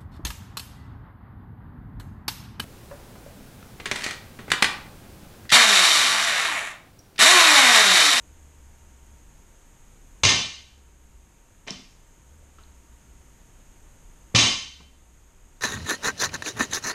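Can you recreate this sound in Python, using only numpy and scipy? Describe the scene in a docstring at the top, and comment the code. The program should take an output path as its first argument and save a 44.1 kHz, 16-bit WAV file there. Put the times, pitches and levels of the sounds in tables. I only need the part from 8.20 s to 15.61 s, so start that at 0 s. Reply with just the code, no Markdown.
"""A loaded barbell is set down hard twice in a brick garage, and tugged off the floor once in between.
Rubber plates thud as damped springs; steel hubs knock and rattle on the sleeves as noise bursts through
the modes of bar and hubs. Small clicks mark shifting collars and plates; the garage answers each blow.
Behind lie a faint hiss, a thin whine and a low hum that rises and sinks in pitch about every two seconds.
Each landing pushes the recorder's gain down a little, and it creeps back."""
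import sys
import numpy as np
from scipy import signal
from scipy.fft import rfft, irfft, next_fast_len
from scipy.io import wavfile

SR = 44100
rng = np.random.default_rng(int(sys.argv[2]) if len(sys.argv) > 2 else 0)


def inscribe(sig):
    """Save sig as 16-bit PCM at rate SR to the path in sys.argv[1].

    A 1-D sig is mono; a 2-D sig holds one channel per row.
    Samples are clipped to [-1, 1] before scaling.
    """
    pcm = np.round(np.clip(np.atleast_2d(sig).T, -1, 1) * 32767)
    wavfile.write(sys.argv[1], SR, pcm.astype(np.int16))


N = 326731
FILTER_HZ = np.maximum(np.arange(4097) * SR / 8192, 1)
BLOW_S = np.arange(SR) / SR   # one second after a blow


def from_db(db):
    """Decibels to amplitude gain."""
    return 10 ** (np.asarray(db) / 20)


def at_hz(points, hz):
    """Read a (Hz, value) table on a log-frequency axis."""
    table_hz, value = np.transpose(points)
    return np.interp(np.log(np.maximum(hz, 1)), np.log(table_hz), value)


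def add(out, start_s, sound):
    """Mix a sound in at start_s, cut at the end of the scene."""
    at = int(round(start_s * SR))
    out[at:at + len(sound)] += sound[:max(N - at, 0)]


def dying(t60_s):
    """Exponential amplitude that falls 60 dB in t60_s."""
    return np.exp(-np.log(1000) * BLOW_S / t60_s)


def drift(points_per_s):
    """Slow random wander: normally distributed points joined by straight lines."""
    return np.interp(np.arange(N) / SR * points_per_s, np.arange(SR), rng.standard_normal(SR))


def resonances(modes):
    """Gain over FILTER_HZ of a flat body with resonant peaks whose powers add to it."""
    power = 1
    for hz, width_hz, db in modes:
        power = power + from_db(db) ** 2 / (1 + (2 * (FILTER_HZ - hz) / width_hz) ** 2)
    return np.sqrt(power)


def coloured(x, gain):
    """Causal (minimum-phase) filter shaped by gain over FILTER_HZ, scaled to unit energy."""
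    cepstrum = irfft(np.log(gain + 1e-9))
    half = len(cepstrum) // 2
    # fold the cepstrum onto positive time
    cepstrum[1:half] *= 2
    cepstrum[half + 1:] = 0
    response = irfft(np.exp(rfft(cepstrum)))
    return signal.fftconvolve(x, response / np.linalg.norm(response))


# Reverberation decay of the garage. Each row: band centre in Hz, t60 in s.
GARAGE_DECAY = [(80, 0.51), (400, 0.39), (1200, 0.47), (3000, 0.57), (5500, 0.53), (12000, 0.5)]


def garage_tail():
    """Dense reflections of one blow, each band dying at its own rate; starts near rms 1."""
    white = rfft(rng.standard_normal(SR))
    band_points = [(hz, k) for k, (hz, _) in enumerate(GARAGE_DECAY)]
    band = at_hz(band_points, np.arange(len(white)))   # bins are 1 Hz apart
    tail = np.zeros(SR)
    for k, (_, t60_s) in enumerate(GARAGE_DECAY):
        share = np.maximum(1 - abs(band - k), 0)
        tail += irfft(white * share, SR) * dying(t60_s)
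    return tail


def contact(chatter_s, direct_db, spiky_db=3.0, build_s=0.0034):
    """A chatter of tiny impacts peaking at chatter_s, plus the room; direct_db is their energy ratio."""
    age = BLOW_S / max(chatter_s, 1e-4)
    swell = age * np.exp(-np.minimum(age, 20))
    spikes = from_db(spiky_db * rng.standard_normal(SR))
    chatter = rng.standard_normal(SR) * spikes * swell
    tail = garage_tail() * (1 - np.exp(-BLOW_S / build_s))
    return from_db(direct_db) * chatter * np.linalg.norm(tail) / np.linalg.norm(chatter) + tail


# Thuds of the plates: two landings, the tug between them and a faint late one.
# Each row: start in seconds, level in dB before gain control, bounce pitch in Hz, bounce t60 in s,
# room boom in dB re the bounce.
PLATE_THUDS = [(2.034, -22, 92, 0.36, -9), (2.048, -14.5, 107.6, 0.22, -10), (3.509, -24, 187, 0.041, -18),
               (6.1463, -11.5, 114, 0.18, -12), (6.215, -23, 113.6, 0.27, -5.5), (6.6, -42, 168.7, .1, -19)]
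# Standing waves of the garage. Each row: Hz, width in Hz, peak in dB over the boom.
GARAGE_MODES = [(112, 6.5, 4.5), (191, 8.8, 7.5), (248, 18, 10.5)]


def thuds(press_s=0.0021, boom_octaves=0.87):
    """Plates bounce on their rubber like a damped spring; the room booms around that pitch."""
    out = np.zeros(N)
    for start_s, level_db, hz, t60_s, boom_db in PLATE_THUDS:
        onset = 1 - np.exp(-BLOW_S / press_s)
        bounce = np.sin(2 * np.pi * hz * BLOW_S) * dying(t60_s) * onset
        around_pitch = 1 / (1 + (np.log2(FILTER_HZ / hz) / boom_octaves) ** 2)
        gain = resonances(GARAGE_MODES) * around_pitch / (1 + (FILTER_HZ / (8 * hz)) ** 2)
        boom = coloured(garage_tail(), gain)[:SR]
        add(out, start_s, from_db(level_db) * (bounce + from_db(boom_db) * boom))
    return out


# Hubs knocking on sleeves. Each row: start in seconds, level in dB before gain control, rattle scale in s
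# (rebounds stop at twice this), chatter peak time in s, tilt in dB per octave above 400 Hz.
HUB_KNOCKS = [(2.034, -15, .075, .0028, 0), (2.05, -13, 0.0022, 0.0016, 0), (2.09, -16, 0, 0.0019, 0),
              (2.189, -28, 0, 0.0034, 0), (3.4668, -47, 0.0009, 0.0026, -5), (3.474, -38, 0.031, .002, -2),
              (3.507, -50, 0.016, 0.00086, -2.5), (4.384, -59.5, 0.00017, .003, -5),
              (6.1426, -37, 0, 0.0013, -12), (6.148, -16.5, .05, 0.0023, 0),
              (6.157, -13.5, 0.0041, 0.0031, 1), (6.186, -14, 0.077, 0.0027, 0),
              (6.6, -56.5, 0.0055, 0.0034, -3)]
# Rebounds: mean gap, loss re the knock, further fade at one rattle scale, added tilt
REBOUND_GAP_S, REBOUND_LOSS_DB, RATTLE_FADE_DB, REBOUND_TILT_DB_PER_OCT = .011, 7, 7.5, 0.33


def rattles():
    """Each knock and its run of weaker, brighter rebounds: rows of (s, dB, chatter s, tilt)."""
    rows = []
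    all_gaps = rng.uniform(.7, 1.3, size=(len(HUB_KNOCKS), 24))
    for (start_s, level_db, rattle_s, chatter_s, tilt), gaps in zip(HUB_KNOCKS, all_gaps):
        rows.append((start_s, level_db, chatter_s, tilt))
        for age_s in REBOUND_GAP_S * np.cumsum(gaps):
            if age_s < 2 * rattle_s:
                loss_db = REBOUND_LOSS_DB + RATTLE_FADE_DB * (age_s / rattle_s) ** 2
                rows.append((start_s + age_s, level_db - loss_db, chatter_s, tilt + REBOUND_TILT_DB_PER_OCT))
    return rows


# Ringing of bar and hubs. Each row: Hz, width in Hz, peak in dB over the body of a knock.
BAR_AND_HUB_MODES = [(1056, 16, 9), (1100, 22, 6.5), (1148, 20, 4), (1536, 12, 13), (1807, 14, 11),
                     (2110, 18, 8.5), (2391, 40, 7), (2705, 50, 9), (2831, 16, 13), (2886, 16, 13),
                     (3087, 24, 18.5), (3486, 34, 14.5), (3845, 80, 10), (3955, 50, 8), (4197, 25, 10),
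                     (4455, 50, 6), (4645, 90, 8), (5044, 16, 15.5), (5530, 110, 8), (5945, 45, 13),
                     (6110, 50, 7), (6405, 55, 13), (6530, 70, 10), (6850, 70, 7), (7320, 60, 8),
                     (7820, 60, 12), (8380, 110, 10), (8840, 30, 13)]
# Spectrum of a knock's body. Each row: Hz, relative density in dB per Hz.
KNOCK_BODY = [(40, -27), (100, -2.5), (230, 3.5), (480, -2), (700, -1), (1250, -1.5), (1550, -7.5),
              (2200, 2), (3200, -2), (4500, -1), (6600, -5), (8000, -16.5), (10500, -25), (13500, -49.5)]


def clatter(direct_db=-4.5, uneven_db=0.5):
    """Steel knocks on steel; each mode's strength varies slightly at random from knock to knock."""
    out = np.zeros(N)
    for start_s, level_db, chatter_s, tilt in rattles():
        modes = [(hz, width_hz, db + uneven_db * rng.standard_normal())
                 for hz, width_hz, db in BAR_AND_HUB_MODES]
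        tilt_db = tilt * np.log2(np.maximum(FILTER_HZ, 400))
        body = from_db(at_hz(KNOCK_BODY, FILTER_HZ) + tilt_db)
        knock = coloured(contact(chatter_s, direct_db), body * resonances(modes))
        add(out, start_s, from_db(level_db) * knock)
    return out


# Collars and plates shifting. Each row: start in seconds, level in dB before gain control,
# pitch in Hz, half-width in octaves, chatter peak time in s.
SHIFT_CLICKS = [(3.475, -50.5, 620, 0.28, 0.0055), (3.48, -45.5, 2480, 0.5, 0.002),
                (3.5058, -42.5, 5260, 0.28, 0.0006), (4.224, -68, 533, 0.29, 0.0019),
                (4.383, -61, 1284, 0.18, 0.0023), (4.39, -71, 2920, .15, .002),
                (4.435, -74, 4100, .18, .001), (6.604, -63, 623, 0.74, 0.0029),
                (7.368, -79, 4290, .5, 0.002)]


def clicks(direct_db=4.5, top_hz=9000):
    """Light contacts, each through one broad resonance."""
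    out = np.zeros(N)
    for start_s, level_db, hz, width_oct, chatter_s in SHIFT_CLICKS:
        gain = 1 / (1 + (np.log2(FILTER_HZ / hz) / width_oct) ** 2) / (1 + (FILTER_HZ / top_hz) ** 6)
        add(out, start_s, from_db(level_db) * coloured(contact(chatter_s, direct_db), gain))
    return out


# Hum cycle: rises to its top pitch, sags while it holds, sinks back
HUM_FIRST_TOP_S, HUM_PERIOD_S = .12, 2.015
HUM_RISE_S, HUM_HOLD_S, HUM_FALL_S = .22, .88, 0.26   # hold counts from the top to the start of the fall
HUM_REST_HZ, HUM_TOP_HZ, HUM_SAG_HZ_PER_S = 31, 76.2, 21
# mean rms level: while high; lull base; swell regained through the lull
HUM_TOP_DB, HUM_LULL_DB, HUM_SWELL_DB = -53.5, -59, 6


def hum(waver=.07, flutter_db=2.0):
    """A wavering low sine that rises, sags and sinks once a cycle; its level follows the cycle."""
    age_s = (np.arange(N) / SR - HUM_FIRST_TOP_S + HUM_RISE_S) % HUM_PERIOD_S - HUM_RISE_S
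    rise = 1 + age_s / HUM_RISE_S
    fall = 1 - (age_s - HUM_HOLD_S) / HUM_FALL_S
    up = np.clip(np.minimum(rise, fall), 0, 1)
    pitch_hz = HUM_REST_HZ + up * (HUM_TOP_HZ - HUM_SAG_HZ_PER_S * age_s - HUM_REST_HZ)
    rested = np.minimum((age_s - HUM_HOLD_S) % HUM_PERIOD_S / (HUM_PERIOD_S - HUM_HOLD_S), 1)
    lull_db = HUM_LULL_DB + HUM_SWELL_DB * rested
    level_db = up * HUM_TOP_DB + (1 - up) * lull_db + flutter_db * drift(20)
    phase = 2 * np.pi * np.cumsum(pitch_hz * (1 + waver * drift(30))) / SR
    return from_db(level_db) * np.sqrt(2) * np.sin(phase)


# Background spectrum. Each row: Hz, relative density in dB per Hz.
AIR_SPECTRUM = [(20, 5), (60, -2), (110, -8), (250, -13.5), (600, -21), (1500, -24), (3000, -28),
                (4400, -35), (5800, -32.5), (6500, -19.5), (7300, -25.5), (9000, -30), (10500, -35.5),
                (14000, -36)]
AIR_RMS_DB = -53
WHINE_HZ, WHINE_RMS_DB = 927, -74


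def background():
    """Steady air and hiss as shaped noise, with a thin wandering sine for the whine."""
    white = rfft(rng.standard_normal(next_fast_len(N)))
    hz = np.linspace(0, SR / 2, len(white))
    air = irfft(white * from_db(at_hz(AIR_SPECTRUM, hz)) * np.minimum(hz / 20, 1))[:N]
    whine = np.sqrt(2) * np.sin(2 * np.pi * np.cumsum(WHINE_HZ + 2.5 * drift(11.0)) / SR)
    return from_db(AIR_RMS_DB) * air / air.std() + from_db(WHINE_RMS_DB) * whine


def scene():
    """The barbell over the quiet garage, in mono."""
    return (thuds() + clatter() + clicks() + hum() + background())[None, :]


# SQUEEZE: share of the excess over threshold taken off, in dB per dB
THRESHOLD_DB, SQUEEZE, GAIN_ATTACK_S, RECOVERY_DB_PER_S = -22.5, 0.28, 0.0096, 1.05


def gain_control(x):
    """Smoothed power over the threshold turns the gain down; it recovers at a constant dB rate."""
    keep = np.exp(-1 / (GAIN_ATTACK_S * SR))
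    power = signal.lfilter([1 - keep], [1, -keep], x ** 2)
    level_db = 10 * np.log10(power + 1e-12)
    wanted_cut_db = SQUEEZE * np.maximum(level_db - THRESHOLD_DB, 0)
    # a running maximum on a rising ramp holds each cut and lets it decay at the ramp's slope
    recovered_db = RECOVERY_DB_PER_S * np.arange(N) / SR
    cut_db = np.maximum.accumulate(wanted_cut_db + recovered_db, axis=-1) - recovered_db
    return x * from_db(-cut_db)


CEILING_DB, STOPBAND_HZ = -1.5, 14700


def record(dry):
    """Gain control, peaks rounded off towards the ceiling, then a steep treble cut."""
    x = gain_control(dry)
    rounded = x / (1 + (x / from_db(CEILING_DB)) ** 8) ** (1 / 8)
    treble_cut = signal.cheby2(20, 70, STOPBAND_HZ, fs=SR, output="sos")
    return signal.sosfilt(treble_cut, rounded)


dry = scene()
out = record(dry)
inscribe(out)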